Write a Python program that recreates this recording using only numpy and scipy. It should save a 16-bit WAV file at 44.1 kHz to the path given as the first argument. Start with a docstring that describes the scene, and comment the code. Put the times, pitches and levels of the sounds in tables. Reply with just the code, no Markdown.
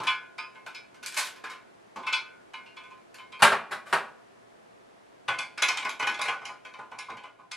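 """Ice cubes drop into a big glass jar of drink, heard from across a small hard kitchen; later a spoon stirs them.
Jar: damped modes, struck by a blow plus tiny slips, with high ice modes and one bright ping per clink.
Before the stirring, cubes crack loose from a plastic tray and the tray clatters onto the counter (filtered
contact noise, board modes). Cubes splash dully. Every contact gets its own noise-built reverberation.
Behind it all: steady air noise and the sine lines of a faint appliance hum."""
import sys
import numpy as np
from scipy import signal
from scipy.fft import rfft, irfft, next_fast_len
from scipy.io import wavfile

SR = 44100
rng = np.random.default_rng(int(sys.argv[2]) if len(sys.argv) > 2 else 0)


def inscribe(sig):
    """Save sig as 16-bit PCM at rate SR to the path in sys.argv[1].

    A 1-D sig is mono; a 2-D sig holds one channel per row.
    Samples are clipped to [-1, 1] before scaling.
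    """
    pcm = np.round(np.clip(np.atleast_2d(sig).T, -1, 1) * 32767)
    wavfile.write(sys.argv[1], SR, pcm.astype(np.int16))


N = 333528  # samples in the scene

SPAN = 27000  # samples in one contact with its tail
T = np.arange(SPAN) / SR  # s
SPAN_HZ = np.fft.rfftfreq(SPAN, 1 / SR)
HEAD = SR // 25  # samples in the 40 ms over which contact levels hold

# level bands low, body, ring, tick: lower edge f/Hz, upper edge f/Hz
BANDS = [(100, 600), (600, 1800), (1800, 4000), (4000, 13000)]
BAND_CENTRES_HZ = np.sqrt(np.prod(BANDS, axis=1))
# stereo width of reverberation and ringing: f/Hz, side gain/dB
WIDTH = [(60, -22.5), (200, -13), (400, -21), (700, -14.5), (1300, -16), (2300, -13), (4300, -10),
         (8000, -8), (12000, 0)]
# colour of a bare ice contact: f/Hz, gain/dB
ICE_COLOUR = [(40, -34.5), (120, -12), (400, -9.5), (850, -1.5), (1400, -0.5), (1850, -6.5), (2400, 4.5),
              (3500, 1), (5200, -3.5), (7000, -11), (9500, -18.5), (12000, -22), (14500, -40)]


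def amp(db):
    """Decibels to gain."""
    return 10 ** (np.asarray(db) / 20)


def along(points, hz):
    """(f/Hz, value) points interpolated on a log frequency axis."""
    f, v = np.transpose(points)
    return np.interp(np.log(hz + 1), np.log(f + 1), v)


def fade(t, t60):
    """Exponential decay of 60 dB in t60 seconds."""
    return np.exp(-np.log(1000) * t / t60)


def coloured(x, points):
    """Minimum-phase filter through (f/Hz, gain/dB) points, made by folding the cepstrum."""
    cepstrum = irfft(np.log(amp(along(points, SPAN_HZ))))
    cepstrum[1:SPAN // 2] *= 2
    cepstrum[SPAN // 2 + 1:] = 0
    response = np.exp(rfft(cepstrum))
    return irfft(rfft(x) * response)


def through(x, response):
    """Convolution with a response, cut to SPAN."""
    return signal.fftconvolve(np.atleast_2d(x), np.atleast_2d(response), axes=1)[:, :SPAN]


def add(track, start_s, x):
    """Mix a short sound into a track at start_s."""
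    part = track[:, max(round(start_s * SR), 0):][:, :SPAN]
    part += x[:, :part.shape[1]]


def grating(chatter_s, slips_hz=1100, slip_size=0.37, blow_fade_s=0.0043):
    """Contact force: one blow, then tiny random slips; a long scrape swells and has hardly any blow."""
    life_s = max(chatter_s, 1e-4)
    slips = (rng.random(SPAN) < slips_hz / SR) * rng.standard_normal(SPAN)
    swell = 1 - np.exp(-10 * T / life_s)
    force = slip_size * slips * np.exp(-T / life_s) * swell
    force[0] = np.exp(-life_s / blow_fade_s)
    return force / np.linalg.norm(force)


def clack(chatter_s, colour, room):
    """Unpitched part of a contact as the room returns it, mid energy 1."""
    x = coloured(through(grating(chatter_s), room), colour)
    return x / np.linalg.norm(x[0])


def touch(db, chatter_s, room, touch_db=-10):
    """Light first contact ahead of a blow of level db, weaker by touch_db."""
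    # f/Hz, gain/dB
    touch_colour = [(60, -38), (400, -16.5), (1000, -3), (2400, 0.5), (5000, -10.5), (9000, -18),
                    (14500, -38)]
    x = clack(chatter_s, touch_colour, room)
    return amp(db + touch_db) * x / x[0, :HEAD].std()


def ringing(hz, db, t60, room, spread_db=1.5, rise_s=.003, wet_db=-6):
    """Damped modes and their echo, mid energy 1; each blow shares the energy out anew."""
    size = amp(db + spread_db * rng.standard_normal(len(hz)))
    phase = np.float32(2 * np.pi * rng.random((2, len(hz), 1)))
    angle = np.float32(2 * np.pi * hz[:, None] * T) + phase
    waves = np.sin(angle) * np.float32(fade(T, t60[:, None]))
    onset = 1 - np.exp(-T / rise_s)
    mid, side = np.einsum("m,cmt->ct", np.float32(size), waves) * onset
    direct = np.array([mid, coloured(side, WIDTH)])
    echo = through(mid * fade(T, .25), room)
    ring = direct + amp(wet_db) * echo
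    return ring / np.linalg.norm(ring[0])


def glass(held, room, note_hz=0, favour_db=4, slosh=.002, held_sag_hz=12.5):
    """Jar modes: the struck spot favours one note, moving drink detunes each mode, hand and swirl flatten all."""
    # jar modes: free-standing f/Hz, free level/dB, held level/dB, t60/s
    jar_modes = [(837, -20.5, -5.5, 0.29), (903, -8, -10, 0.21), (1037, -1, -2.5, 0.37),
                 (1119, -14, -5.5, 0.25), (1234, -8, -7, 0.33), (1441, -12.5, -8.5, 0.71),
                 (1504, -4.5, -1, .46), (1695, -13.5, -11.5, 0.55), (2090, -13.5, -5, 0.38),
                 (2156, -3.5, -3, 0.4), (2327, -1.5, -1.5, .32), (2440, -1.5, 1.5, 0.2),
                 (2535, -9, 2, 0.15), (2605, -4.5, -9, 0.3), (2984, -8, -9, .29), (3170, -15, -8.5, .28),
                 (3400, -9.5, -12, .27), (3842, -10, -11.5, 0.29), (4270, -11.5, -10, 0.28),
                 (4310, -15, -10.5, .21), (4600, -14.5, -16, 0.24), (4850, -11.5, -18, 0.15),
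                 (5030, -12, -10, .22), (5237, -12, -17, 0.19), (5510, -21, -22, 0.2),
                 (6050, -26, -11, 0.12)]
    free_hz, free_db, held_db, t60 = np.transpose(jar_modes)
    hz, db = (free_hz - held_sag_hz, held_db) if held else (free_hz, free_db)
    db = db + favour_db * np.exp(-((hz - note_hz) / 45) ** 2)
    detuned_hz = hz * (1 + slosh * rng.standard_normal(len(hz)))
    return ringing(detuned_hz, db, t60, room, wet_db=1.5)


def struck_note(hardness, hard_hz, soft_hz=1055, soft_below=-1.5):
    """Soft contacts (hardness in dB/octave) favour the jar's low note, hard ones a higher one."""
    return soft_hz if hardness < soft_below else hard_hz


def tinkle(room, low_hz=2800, high_hz=9500, t60=0.011, count=14):
    """Short, high modes of the ice lumps, drawn anew for each contact."""
    hz = low_hz * (high_hz / low_hz) ** rng.random(count)
    db = -10 * np.log10(hz / low_hz)
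    return ringing(hz, db, np.full(count, t60), room, spread_db=2, rise_s=.001, wet_db=10.0)


def ping(hz, db, room, t60_at_3khz):
    """Brightest partial of a clink, at db over its first 40 ms; higher ones die sooner."""
    t60 = t60_at_3khz * np.sqrt(3000 / hz)
    x = ringing(np.array([hz]), 0, np.array([t60]), room, rise_s=.004, wet_db=-6)
    return amp(db) * x / x[0, :HEAD].std()


def ping_level(db, hardness, hz, ref_hz=3300, db_per_octave=-8.5):
    """Hard contacts ping more, and high pings are weaker."""
    return db + hardness + db_per_octave * np.log2(hz / ref_hz)


def band_levels(db, hardness, shape_db, pivot_hz=1690, low_reach_octaves=1.1):
    """Contact levels in BANDS: the material gives the shape, a harder blow tilts it towards the treble."""
    octaves = np.log2(BAND_CENTRES_HZ / pivot_hz)
    return db + np.asarray(shape_db) + hardness * np.maximum(octaves, -low_reach_octaves)


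def weighted(x, levels_db, top_slope=0.2, count=2):
    """Hard contacts are bright, soft ones dull: filter the first 40 ms towards the given band levels."""
    filters = [signal.butter(4, band, "band", fs=SR, output="sos") for band in BANDS]
    for _ in range(count):
        now_db = [10 * np.log10(np.mean(signal.sosfilt(f, x[0, :HEAD]) ** 2)) for f in filters]
        gain_db = np.subtract(levels_db, now_db)
        # the slope carries on into the highest treble
        top_db = gain_db[-1] + np.clip(top_slope * (gain_db[-1] - gain_db[-2]), -8, 3)
        x = coloured(x, [*zip(BAND_CENTRES_HZ, gain_db), (12000, top_db)])
    return x


def dropped_ice(glass_db=9, tinkle_db=-8, ping_db=-6, ping_t60=0.27, touch_lead_s=.003, chatter_s=0.0039):
    """Cubes bump the free-standing jar, a light touch then the blow; it rings clearly."""
    # floating ice on glass: t/s, level/dB, hardness/(dB/octave), ping f/Hz
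    cubes = [(0.069, -26.5, -0.2, 3386), (0.381, -39, 0.1, 5000), (0.548, -54, -5.5, 2154),
             (0.744, -48.5, 6, 5141), (2.029, -49.5, -3, 3440), (2.066, -33.5, -0.4, 2625),
             (2.126, -29.5, 3.5, 3417), (2.535, -43.5, -1.5, 2930), (2.659, -56.5, 1, 2799),
             (2.766, -48, -0.2, 3418), (2.836, -53.5, -3, 3424), (2.905, -54.5, -6, 2460),
             (3.182, -50, -1.8, 3042), (3.321, -47, -.5, 3180)]
    shape_db = [-26.5, -1, 0, -14.5]  # in BANDS
    out = np.zeros((2, N))
    for start_s, db, hardness, ping_hz in cubes:
        room = kitchen(near_db=-2.5, early_db=5.5)
        jar = glass(False, room, struck_note(hardness, hard_hz=2433))
        ring = amp(glass_db) * jar + amp(tinkle_db) * tinkle(room)
        hit = weighted(clack(chatter_s, ICE_COLOUR, room) + ring, band_levels(db, hardness, shape_db))
        clink = ping(ping_hz, ping_level(db, hardness, ping_hz) + ping_db, room, ping_t60)
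        add(out, start_s, touch(db, chatter_s, room))
        add(out, start_s + touch_lead_s, hit + clink)
    return out


def plops(glass_db=-6, tinkle_db=-8, chatter_s=.006, note_hz=895):
    """A cube hits the drink with a dull splash that hardly rings the jar."""
    # splashes: t/s, level/dB
    splashes = [(0.001, -40.5), (1.96, -44)]
    shape_db = [-6, 5, -6.5, -12.5]  # in BANDS
    out = np.zeros((2, N))
    for start_s, db in splashes:
        room = kitchen(near_db=-2.5, early_db=-10.0)
        ring = amp(glass_db) * glass(False, room, note_hz) + amp(tinkle_db) * tinkle(room)
        splash = clack(chatter_s, ICE_COLOUR, room) + ring
        add(out, start_s, weighted(splash, band_levels(db, 0, shape_db)))
    return out


def stirring(glass_db=4.5, hand_t60=1.5, tinkle_db=-4, ping_db=-10, ping_t60=0.16, touch_lead_s=.003):
    """Spoon ticks on glass and drives ice against it; soft contacts last longer, the hand damps the ring a little."""
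    # knocks, hard from spoon, soft from ice: t/s, level/dB, hardness/(dB/octave), ping f/Hz
    knocks = [(5.28, -30, -2, 3405), (5.385, -35.5, 3, 3440), (5.576, -39, 2, 4990),
              (5.62, -26.5, 4.5, 3402), (5.683, -29.5, 4, 5222), (5.769, -37, 4.5, 3164),
              (5.823, -43, -0.5, 3880), (5.848, -34.5, -2, 5090), (5.89, -42, 4.5, 6508),
              (5.995, -33.5, -1, 2950), (6.023, -33.5, -1, 2950), (6.069, -30, 0.5, 2980),
              (6.141, -42.5, 2, 3413), (6.189, -37.5, -2.5, 3370), (6.212, -35.5, 4.5, 3910),
              (6.253, -36.5, -0.5, 4150), (6.28, -31.5, -1.5, 2830), (6.412, -50.5, -6, 5130),
              (6.451, -43.5, 4, 5150), (6.488, -48, -6.3, 2955), (6.648, -48, -.5, 2307),
              (6.735, -50.5, -1, 3030), (6.785, -49.5, -9.5, 3700), (6.912, -49, -7, 2961),
              (6.985, -44, 4.5, 5540), (7.081, -49, -11, 4161), (7.099, -47, -1.5, 3844),
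              (7.168, -50, 0, 3070), (7.234, -49, -4, 2960), (7.385, -61, -10, 3036),
              (7.513, -44, 5.5, 5243)]
    # colour of the bare contact: f/Hz, gain/dB
    steel_colour = [(40, -21), (120, -4.5), (400, -0.5), (850, 1.5), (1400, -3), (1850, -1), (2400, 3),
                    (3500, -6.5), (5200, -7), (7000, -7), (9500, -19), (12000, -23), (14500, -36.5)]
    # shape in BANDS: level/dB
    shape_db = [-17.5, 1, -1, -13.5]
    out = np.zeros((2, N))
    for start_s, db, hardness, ping_hz in knocks:
        room = kitchen(near_db=0.0, early_db=-4.5)
        chatter_s = 0.0046 * .5 ** (hardness / 4.6)  # halves per 4.6 dB/octave
        jar = glass(True, room, struck_note(hardness, hard_hz=2170)) * fade(T, hand_t60)
        ring = amp(glass_db) * jar + amp(tinkle_db) * tinkle(room, high_hz=11500)
        hit = weighted(clack(chatter_s, steel_colour, room) + ring, band_levels(db, hardness, shape_db))
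        clink = ping(ping_hz, ping_level(db, hardness, ping_hz) + ping_db, room, ping_t60)
        add(out, start_s, touch(db, chatter_s, room))
        add(out, start_s + touch_lead_s, hit + clink)
    return out


def ice_tray(glass_db=-3):
    """The tray flexes, ice cracks and scrapes out of the plastic; the jar just below rings faintly along."""
    # cracks: t/s, level/dB, hardness/(dB/octave), chatter decay/s
    cracks = [(0.035, -44, -1.9, .003), (0.663, -44.5, -3.5, 0.0041), (0.943, -60, -1, .005),
              (1.026, -47, 0.5, .013), (1.0612, -45.5, 4.5, .0006), (1.122, -52, 2, .006),
              (1.144, -48.5, 3, .001), (1.164, -32, 1.9, .02), (1.243, -46, 2.1, .015),
              (1.359, -57, -0.5, .01), (1.438, -41.5, -4, .009), (1.493, -46.5, -1.5, .013),
              (3.143, -54.5, 0.9, .004)]
    # colour of the bare contact: f/Hz, gain/dB
    plastic_colour = [(35, -70), (60, -50.5), (453, -17.5), (700, -16.5), (1010, -7), (1300, -5.5),
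                      (1490, 1.5), (2060, -7), (2360, -3), (2590, -5), (8170, -15), (11800, -20),
                      (14500, -36.5)]
    # shape in BANDS: level/dB
    shape_db = [-16, 0, -.5, -4]
    out = np.zeros((2, N))
    for start_s, db, hardness, chatter_s in cracks:
        room = kitchen(near_db=-3, early_db=-0.5, near_t60=0.024)
        crack = clack(chatter_s, plastic_colour, room) + amp(glass_db) * glass(False, room)
        add(out, start_s, weighted(crack, band_levels(db, hardness, shape_db)))
    return out


def counter(board_db=-11):
    """Broad, hollow knocks of plastic on the worktop; a slide wakes the board only gradually."""
    # landing and shifting: t/s, level/dB, hardness/(dB/octave), chatter decay/s
    landings = [(3.39, -44, 0, 0.031), (3.422, -17, 1, .0048), (3.462, -31, 0.1, 0.0023),
                (3.5197, -28.5, -2.5, .001), (3.704, -37.5, 0, 0.019), (3.852, -51.5, 0.4, 0.084),
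                (3.927, -26, -1, .0033)]
    # modes of tray and board: f/Hz, level/dB, t60/s
    board_modes = [(163, -19.5, 0.43), (227.4, -13.5, 0.62), (407.6, -2, 0.28), (830, -0.5, 0.15),
                   (1118, -1, 0.27), (1196, -8, 0.25), (1515, -3.5, 0.23), (1685, -6, 0.26),
                   (1881, 1.5, 0.1), (2404, -5, 0.38)]
    # colour of the bare contact: f/Hz, gain/dB
    worktop_colour = [(30, -37.5), (70, -32.5), (120, -17), (230, -11.5), (320, -15), (430, -6.5), (850, 0),
                      (1500, 1), (2000, -7.5), (2700, -10), (3300, -14.5), (4400, -14.5), (6000, -21.5),
                      (9000, -19), (12000, -26), (14500, -43)]
    # shape in BANDS: level/dB
    shape_db = [-10, 3, -2.5, -10.5]
    out = np.zeros((2, N))
    for start_s, db, hardness, chatter_s in landings:
        room = kitchen(near_db=-1.5, early_db=6.0, near_t60=0.13)
        board = ringing(*np.transpose(board_modes), room, rise_s=max(chatter_s, 1e-3), wet_db=2)
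        knock = clack(chatter_s, worktop_colour, room) + amp(board_db) * board
        add(out, start_s, weighted(knock, band_levels(db, hardness, shape_db)))
    return out


def kitchen(near_db, early_db, near_t60=0.021, early_t60=0.2, build_s=.004):
    """Mid and side response from one spot: close surfaces, a swell of walls, a long tail."""
    # tail decay: f/Hz, t60/s
    tail_t60 = [(100, 0.5), (300, .5), (1000, 0.44), (3000, 0.4), (7000, 0.28), (13000, 0.25)]
    hz, t, noise = signal.stft(rng.standard_normal((2, SPAN)), SR, nperseg=256)
    decay = fade(t, along(tail_t60, hz)[:, None]) + amp(early_db) * fade(t, early_t60)
    walls = signal.istft(noise * decay, SR, nperseg=256)[1][:, :SPAN]
    walls = walls * (1 - np.exp(-T / build_s))
    near = rng.standard_normal((2, SPAN)) * fade(T, near_t60)
    # treble beams straight across; the rest goes round by the walls
    near = coloured(near, [(1000, -8.5), (6000, -5.5)])
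    mid, side = walls / np.linalg.norm(walls[0]) + amp(near_db) * near / np.linalg.norm(near[0])
    return np.array([mid, coloured(side, WIDTH)])


def room_tone():
    """Soft steady air noise, spectrally shaped, with the sine lines of an appliance hum in the middle."""
    # air spectrum: f/Hz, relative density/dB
    air_colour = [(15, -47), (25, -18), (92, -17.5), (108, -10.5), (141, -11), (234, -4.5), (290, -8),
                  (378, -3), (520, -6), (679, -6), (862, -8), (1820, -13), (3630, -21.5), (9990, -30.5),
                  (14500, -44.5)]
    # air noise, mid rms: t/s, level/dB
    air_level = [(0, -60.5), (4.7, -60.5), (6.9, -62), (7.35, -66), (7.56, -66.5)]
    # air width: f/Hz, side over mid/dB
    air_width = [(60, -2), (110, -3), (200, 4), (370, 6.5), (680, 6), (1260, 3), (2310, 0.5), (4250, -1.5),
                 (7810, -2.5), (14400, 2)]
    # hum lines: f/Hz, rms level/dB
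    hum_lines = [(119, -79), (283, -79.5), (377, -84), (678, -72.5)]
    t, hz = np.arange(N) / SR, np.fft.rfftfreq(N, 1 / SR)
    spectrum = rfft(rng.standard_normal((2, N))) * amp(along(air_colour, hz))
    air = irfft(spectrum * [np.ones(len(hz)), amp(along(air_width, hz))], N)
    air *= amp(np.interp(t, *np.transpose(air_level))) / air[0].std()
    for f, db in hum_lines:
        air[0] += np.sqrt(2) * amp(db) * np.sin(2 * np.pi * (f * t + rng.random()))
    return air


def scene():
    """Sum all sources as mid and side, then turn into left and right."""
    mid, side = dropped_ice() + plops() + stirring() + ice_tray() + counter() + room_tone()
    return np.array([mid + side, mid - side])


def record(dry, top=.9, droop_db=-4, top_hz=14400):
    """Round off the highest peaks, droop the top treble, keep nothing above top_hz."""
    rounded = dry / (1 + (dry / top) ** 4) ** (1 / 4)
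    size = next_fast_len(N + SPAN)
    hz = np.fft.rfftfreq(size, 1 / SR)
    response = amp(along([(11500, 0), (13500, droop_db)], hz)) * (hz < top_hz)
    return irfft(rfft(rounded, size) * response, size)[:, :N]


dry = scene()
out = record(dry)
inscribe(out)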